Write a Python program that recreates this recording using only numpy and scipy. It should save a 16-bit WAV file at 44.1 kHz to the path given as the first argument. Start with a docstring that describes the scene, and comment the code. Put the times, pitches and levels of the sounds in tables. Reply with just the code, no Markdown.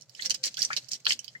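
"""In a small hard yard, water spurts unevenly from a wall tap onto a concrete ledge, a little to the right.
Each slug lands with sharp slaps and a soft thud and scatters droplets; trapped air rings as plops.
A thin trickle runs throughout, and stray drops land further right. A hard surface nearby throws each
slap back, and walls and ground reverberate. A low rumble and a faint tone lie underneath."""
import sys
import numpy as np
from scipy import signal
from scipy.fft import irfft
from scipy.io import wavfile

SR = 44100
rng = np.random.default_rng(int(sys.argv[2]) if len(sys.argv) > 2 else 0)


def to_wav(s):
    """Save 16-bit WAV."""
    ch = np.atleast_2d(s).T  # columns
    pcm = np.round(np.clip(ch, -1, 1) * 32767)  # PCM
    wavfile.write(sys.argv[1], SR, pcm.astype(np.int16))


N = 61739

# Levels in the tables are relative: gains and filters follow.
# spectrum of the background rumble: f/Hz, level/dB
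RUMBLE_SPECTRUM = [(25, -50), (60, -53), (90, -13.5), (130, 4.5), (190, -16), (300, -27.5), (550, -12.5),
                   (900, -24.5), (2000, -26), (16000, -65)]
# envelope of the unbroken trickle: t/s, level/dB
TRICKLE_ENVELOPE = [(0, -60.5), (.07, -72.5), (.14, -62), (.41, -64.5), (.52, -56), (.69, -49.5),
                    (.81, -56), (.99, -68.5), (1.28, -61.5), (1.4, -68)]
# filter that colours the droplet ticks: f/Hz, level/dB
DROPLET_SPECTRUM = [(200, -21), (550, -12), (1200, -17), (2000, -1.5), (3500, -1), (4400, 4.5), (7900, 1.5),
                    (8800, -10.5), (16000, -20.5)]
# stray drops landing further right: t/s, level/dB, f/Hz
STRAY_DROPS = [(.0105, -37, 6610), (.0205, -34, 5870), (.0947, -37.5, 5320), (.1493, -31.5, 5150),
               (.5422, -26, 5180), (.8442, -37.5, 5900), (.885, -31, 5730), (.889, -30.5, 6800),
               (1.1915, -20.5, 6490), (1.2438, -28, 4730), (1.2795, -25.5, 4350)]
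# spectrum of the crackle in an impact: f/Hz, level/dB
SPLASH_SPECTRUM = [(150, -33), (800, -13), (2000, -7.5), (3050, 8.5), (3600, -14), (4300, 1.5),
                   (5800, -1.5), (7900, -9), (12500, -10.5), (16000, -47)]
# bright spits of mist: t/s, level/dB
MIST_SPITS = [(.0947, -50.5), (.222, -39.5), (.305, -33), (.456, -31), (.570, -40), (.619, -37),
              (.628, -50), (.889, -42.5), (1.2438, -41)]
# sheets of spray: t/s, time until fading/s, level/dB, right minus left/dB
SPRAY_SHEETS = [(0.154, 0.082, -59.5, 14), (0.2, 0.045, -43, 4.5), (0.245, .016, -34, 1.5),
                (0.292, 0.021, -34.5, -3), (0.339, 0.0079, -37, 10), (0.429, 0.047, -35, -5),
                (0.565, 0.048, -44.5, 14), (0.621, 0.024, -39, -12.5), (0.722, 0.0086, -42, -3),
                (0.764, 0.0049, -33, -11.5), (0.905, 0.024, -42, -5.5), (0.929, 0.029, -47, 3.5),
                (0.994, 0.0058, -55, 5), (1.075, 0.055, -32.5, -5)]
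# air pockets closing under the water: t/s, level/dB, starting f/Hz, decay time/cycles
AIR_POCKETS = [(.193, -38.5, 1774, 23), (.197, -32.5, 2690, 3.9), (.2005, -61, 1870, 7.5),
               (.306, -28, 2620, 13.3), (.440, -36.5, 1890, 4), (.5705, -37, 2960, 14),
               (.576, -44, 1420, 22), (.620, -35, 2970, 5), (.7035, -27.5, 1133, 3.6),
               (.707, -31, 2000, 4.4), (.7115, -32, 1490, 6.8), (.723, -35, 1670, 7.3),
               (.731, -23, 1940, 2.7), (.738, -34, 1905, 5.5), (1.0655, -24.5, 1510, 2.1),
               (1.067, -14.5, 2744, 3.9), (1.1065, -23, 1804, 4.2), (1.351, -40, 1760, 23)]
# slugs of water striking the ledge: t/s, level/dB, f/Hz
SLUG_IMPACTS = [(.222, -17.5, 4460), (.2535, -23, 5500), (.2585, -15, 5430), (.265, -24, 5050),
                (.2972, -15, 5900), (.305, -8.5, 5500), (.3435, -26, 5100), (.3466, -19.5, 4980),
                (.4386, -12.5, 5670), (.4464, -18, 5300), (.4564, -17.5, 7140), (.4655, -21, 5170),
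                (.479, -23.5, 5050), (.570, -20.5, 4630), (.5912, -17, 5740), (.6072, -21, 5130),
                (.619, -7.5, 5120), (.627, -12, 5770), (.6485, -11.5, 5920), (.7305, -20, 4770),
                (.7648, -13, 4596), (.7715, -14, 4540), (.9165, -17, 6420), (.9325, -16, 5450),
                (.940, -24.5, 5230), (.952, -27, 5520), (1.0475, -31, 4750), (1.0540, -17.5, 4440),
                (1.0665, -9, 4170), (1.0942, -14, 5000), (1.1062, -10.5, 3207), (1.121, -10, 4270),
                (1.129, -28, 3840)]
# swells of the faint tone: start t/s, end t/s
TONE_SWELLS = [(.235, .35), (.37, .52)]

BASS_CUT_HZ, LEDGE_CUT_HZ, SPIT_CUT_HZ, BAND_EDGE_HZ = 74, 620, 8300, 16300
RUMBLE_DB, RUMBLE_COHERENCE = -66.5, 0.91
BUBBLE_CYCLES, BUBBLE_RISE = 8, .2
DROPS_PER_S, BUBBLES_PER_S, CLUMP_DB, CLUMP_S = 3100, 580, 1.8, .002
SPRAY_RISE_S, SPRAY_FADE_DB_PER_S = 0.0084, 940
SLAP_RISE_S, SLAP_DECAY_S, TICK_DECAY_S, SPIT_DECAY_S = .0008, 0.0019, .0003, 0.0031
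FOCUS_DB, FOCUS_OCTAVES, RIPPLE_DB, RIPPLE_HZ = 24.5, 0.73, 4, 600
THUD_DB, THUD_HZ, THUD_DECAY_S = -64.5, 164, 0.021
TONE_DB, TONE_HZ = -59, 521
LEFT_LAG_S, SLAP_LEFT_DB, PLOP_LEFT_DB, DRIP_LEFT_DB = .00026, -15.5, 5.5, -4.5
ECHO_S, ECHO_DB = 0.0089, -11.5


def amp(db):
    """Amplitude ratio of a level in decibels."""
    return 10 ** (np.asarray(db) / 20)


def unit_rms(x):
    """Normalisation to an rms of 1."""
    return x / np.sqrt(np.mean(x ** 2) + 1e-20)


def level_at(spectrum, hz):
    """Level in dB, interpolated along a logarithmic frequency axis."""
    f, db = np.transpose(spectrum)
    return np.interp(np.log(hz + 1), np.log(f + 1), db)


def delayed(x, s):
    """A pure delay of s seconds."""
    return np.concatenate([np.zeros(round(s * SR)), x])[:N]


def high_pass(x, hz):
    """Second-order Butterworth attenuation below hz."""
    return signal.sosfilt(signal.butter(2, hz, "high", fs=SR, output="sos"), x)


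def coloured(x, spectrum):
    """Minimum-phase filtering: the phase follows from the log gain by a Hilbert transform."""
    log_gain = np.log(amp(level_at(spectrum, abs(np.fft.fftfreq(2048, 1 / SR)))))
    response = np.exp(np.conj(signal.hilbert(log_gain)))
    return signal.fftconvolve(x, np.fft.ifft(response).real[:1024])[:len(x)]


def noise(db, size):
    """Random-phase noise of rms 1, shaped by a level for each frequency bin."""
    return unit_rms(irfft(amp(db) * np.exp(2j * np.pi * rng.random(len(db))), size))


def rumble():
    """Partial coherence: low noise, most of its power common to both sides."""
    db = level_at(RUMBLE_SPECTRUM, np.fft.rfftfreq(N, 1 / SR))
    common = np.sqrt(RUMBLE_COHERENCE) * noise(db, N)
    separate = np.sqrt(1 - RUMBLE_COHERENCE) * np.array([noise(db, N), noise(db, N)])
    return amp(RUMBLE_DB) * (common + separate)


def bubble(t, hz, cycles):
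    """Damped resonance of trapped air, its pitch rising as the bubble nears the surface."""
    turns = np.maximum(t, 0) * hz
    pitch = hz * (1 + BUBBLE_RISE * np.tanh(2 * turns / cycles))
    envelope = np.tanh(turns) * np.exp(-(turns / cycles) ** 2)
    return envelope * np.sin(2 * np.pi * np.cumsum(pitch) / SR)


def patter(pitches, per_s, grain):
    """A Poisson process of grains, each given a direction by level and time differences."""
    out = np.zeros((2, N))
    for hz in pitches:
        at = np.nonzero(rng.random(N) < per_s / len(pitches) / SR)[0]
        strength = amp(np.minimum(rng.exponential(1, N)[at], 3))
        pan, lag = rng.random(N)[at], rng.integers(-6, 14, N)[at]
        impulses = np.zeros((2, N))
        impulses[0, (at + lag) % N] = strength * np.sqrt(pan)
        impulses[1, at] = strength * np.sqrt(1 - pan)
        out += signal.oaconvolve(impulses, grain(hz)[None], axes=1)[:, :N]
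    return out


def droplets():
    """Impact ticks and resonating bubbles, clumped by random amplitude modulation."""
    t = np.arange(512) / SR
    ticks = patter(np.linspace(300, BAND_EDGE_HZ, 24), DROPS_PER_S,
                   lambda hz: t * np.exp(-t / 0.00013) * np.sin(2 * np.pi * (hz * t + rng.random())))
    ticks = np.array([unit_rms(coloured(side, DROPLET_SPECTRUM)) for side in ticks])
    bubbles = patter(np.geomspace(3520, 6790, 24), BUBBLES_PER_S,
                     lambda hz: bubble(t, hz, BUBBLE_CYCLES))
    clumps = np.interp(np.arange(N) / SR / CLUMP_S, np.arange(N), rng.standard_normal(N))
    return unit_rms((ticks + amp(-4) * unit_rms(bubbles)) * amp(CLUMP_DB * np.clip(clumps, -2, 2)))


def spray():
    """Incoherent sources add in power: a thin trickle and the sheets of droplets from the slugs."""
    t = np.arange(N) / SR
    power = np.ones((2, 1)) * amp(np.interp(t, *np.transpose(TRICKLE_ENVELOPE))) ** 2
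    for start, length, db, right_db in SPRAY_SHEETS:
        rise = np.clip((t - start) / SPRAY_RISE_S, 0, 1)
        fade = amp(db - SPRAY_FADE_DB_PER_S * np.maximum(t - start - length, 0))
        power += (rise * fade * amp([[-right_db / 2], [right_db / 2]])) ** 2
    return high_pass(np.sqrt(power) * droplets(), BASS_CUT_HZ)


def slap(db, hz, size=1024):
    """A brief impact is broadband: a tick, a crackle and ring around hz, then five entrained bubbles."""
    t, f = np.arange(size) / SR, np.fft.rfftfreq(size, 1 / SR)
    envelope = (1 - np.exp(-(t / SLAP_RISE_S) ** 2)) * np.exp(-t / SLAP_DECAY_S)
    envelope /= envelope.max()
    focus = FOCUS_DB * np.exp(-(np.log2((f + 1) / hz) / FOCUS_OCTAVES) ** 2)
    ripple = RIPPLE_DB * np.interp(f / RIPPLE_HZ, np.arange(size), rng.standard_normal(size))
    crackle = noise(level_at(SPLASH_SPECTRUM, f) + focus + ripple, size)
    ring = 0.6 * np.sin(2 * np.pi * hz * t)
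    burst = unit_rms(envelope * (crackle + ring)) * np.sqrt(np.mean(envelope ** 2) / 2)
    tick = np.exp(-t / TICK_DECAY_S) * high_pass(noise(ripple, size), hz)
    bubbles = np.zeros(size)
    for late in rng.random(5):  # within 9 ms; the later, the weaker
        final_hz = hz * 2 ** (.3 * rng.standard_normal())
        bubbles += (1 - late) * bubble(t - late * .009, final_hz / (1 + BUBBLE_RISE), BUBBLE_CYCLES)
    return amp(db - 1) * (burst + amp(-14) * tick + amp(-13) * bubbles)


def landings(events, sound, left_db):
    """Path differences: sound from the ledge arrives first on the right, its echo later on the left."""
    right = np.zeros(N)
    for start, *settings in events:
        event = sound(*settings)
        span = right[round(start * SR):][:len(event)]
        span += event[:len(span)]
    left = amp(left_db) * delayed(right, LEFT_LAG_S) + amp(ECHO_DB) * delayed(right, ECHO_S)
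    return high_pass(np.array([left, right]), LEDGE_CUT_HZ)


def reflections(x, db, t60_s, size=16384):
    """Diffuse reflections from walls and ground decay exponentially, uncorrelated between the sides."""
    t = np.arange(size) / SR
    taps = rng.standard_normal((2, size)) * (rng.random((2, size)) < .15)
    taps *= (t > .002) * amp(-60 * t / t60_s)
    taps /= np.linalg.norm(taps, axis=1, keepdims=True)
    source = (x[1] + delayed(x[0], 0.001)) / np.sqrt(2)
    return amp(db) * signal.fftconvolve(source[None], taps, axes=1)[:, :N]


def in_yard(x):
    """Double-slope reverberation: direct sound plus near and far reflections."""
    return x + reflections(x, db=-5.5, t60_s=0.063) + reflections(x, db=-30, t60_s=0.82)


def spit(db, size=1024):
    """Small sources sound high: a puff of the finest droplets crackles in the treble."""
    t = np.arange(size) / SR
    crackle = unit_rms(rng.standard_normal(size) * rng.standard_normal(size))
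    puff = crackle * np.exp(-t / SPIT_DECAY_S)
    return amp(db) * high_pass(high_pass(puff, SPIT_CUT_HZ), SPIT_CUT_HZ)


def plop(db, hz, cycles, size=2048):
    """An air pocket resonates; the shorter it lives, the more the churning water roughens it."""
    t, f = np.arange(size) / SR, np.fft.rfftfreq(size, 1 / SR)
    ring = bubble(t, hz, cycles)
    envelope = abs(signal.hilbert(ring))
    churn = noise(-24 * abs(np.log2((f + 1) / hz)), size)  # 24 dB per octave either side
    return amp(db + 2) * (ring + 1.3 / cycles * envelope * churn)


def thud(water):
    """Momentum transfer: the water drums on the ledge as low noise that follows the splashes' power."""
    pole = np.exp(-2 / (THUD_DECAY_S * SR))
    power = signal.lfilter([1 - pole], [1, -pole], (water ** 2).mean(0))
    envelope = np.sqrt(power) ** 0.43  # compressed: the thud varies less than the splashes
    octaves = np.log2((np.fft.rfftfreq(N, 1 / SR) + 1) / THUD_HZ)
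    drumming = noise(-20 * np.log10(1 + octaves ** 2), N)
    return high_pass(amp(THUD_DB) * unit_rms(envelope * drumming), BASS_CUT_HZ)


def hollow_tone():
    """Odd harmonics sound hollow: a faint fundamental and its third harmonic swell twice."""
    t = np.arange(N) / SR
    swell = sum(np.sin(np.pi * np.clip((t - start) / (end - start), 0, 1)) for start, end in TONE_SWELLS)
    phase = 2 * np.pi * TONE_HZ * t
    return amp(TONE_DB) * swell * (np.sin(phase) + amp(-12) * np.sin(3 * phase))


def scene():
    """Superposition of the reverberant water sounds with the thud, the rumble and the tone."""
    slaps = landings(SLUG_IMPACTS, slap, SLAP_LEFT_DB)
    spits = landings(MIST_SPITS, spit, SLAP_LEFT_DB)
    plops = landings(AIR_POCKETS, plop, PLOP_LEFT_DB)
    water = slaps + spits + plops + spray()
    drips = amp([[DRIP_LEFT_DB], [0]]) * in_yard(landings(STRAY_DROPS, slap, SLAP_LEFT_DB))
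    return in_yard(water) + drips + thud(water) + rumble() + hollow_tone()


def record(dry):
    """Band limiting by a linear-phase low-pass filter."""
    taps = signal.firwin(511, BAND_EDGE_HZ, window=("kaiser", 9), fs=SR)
    return signal.oaconvolve(dry, taps[None], "same")


dry = scene()
out = record(dry)
to_wav(out)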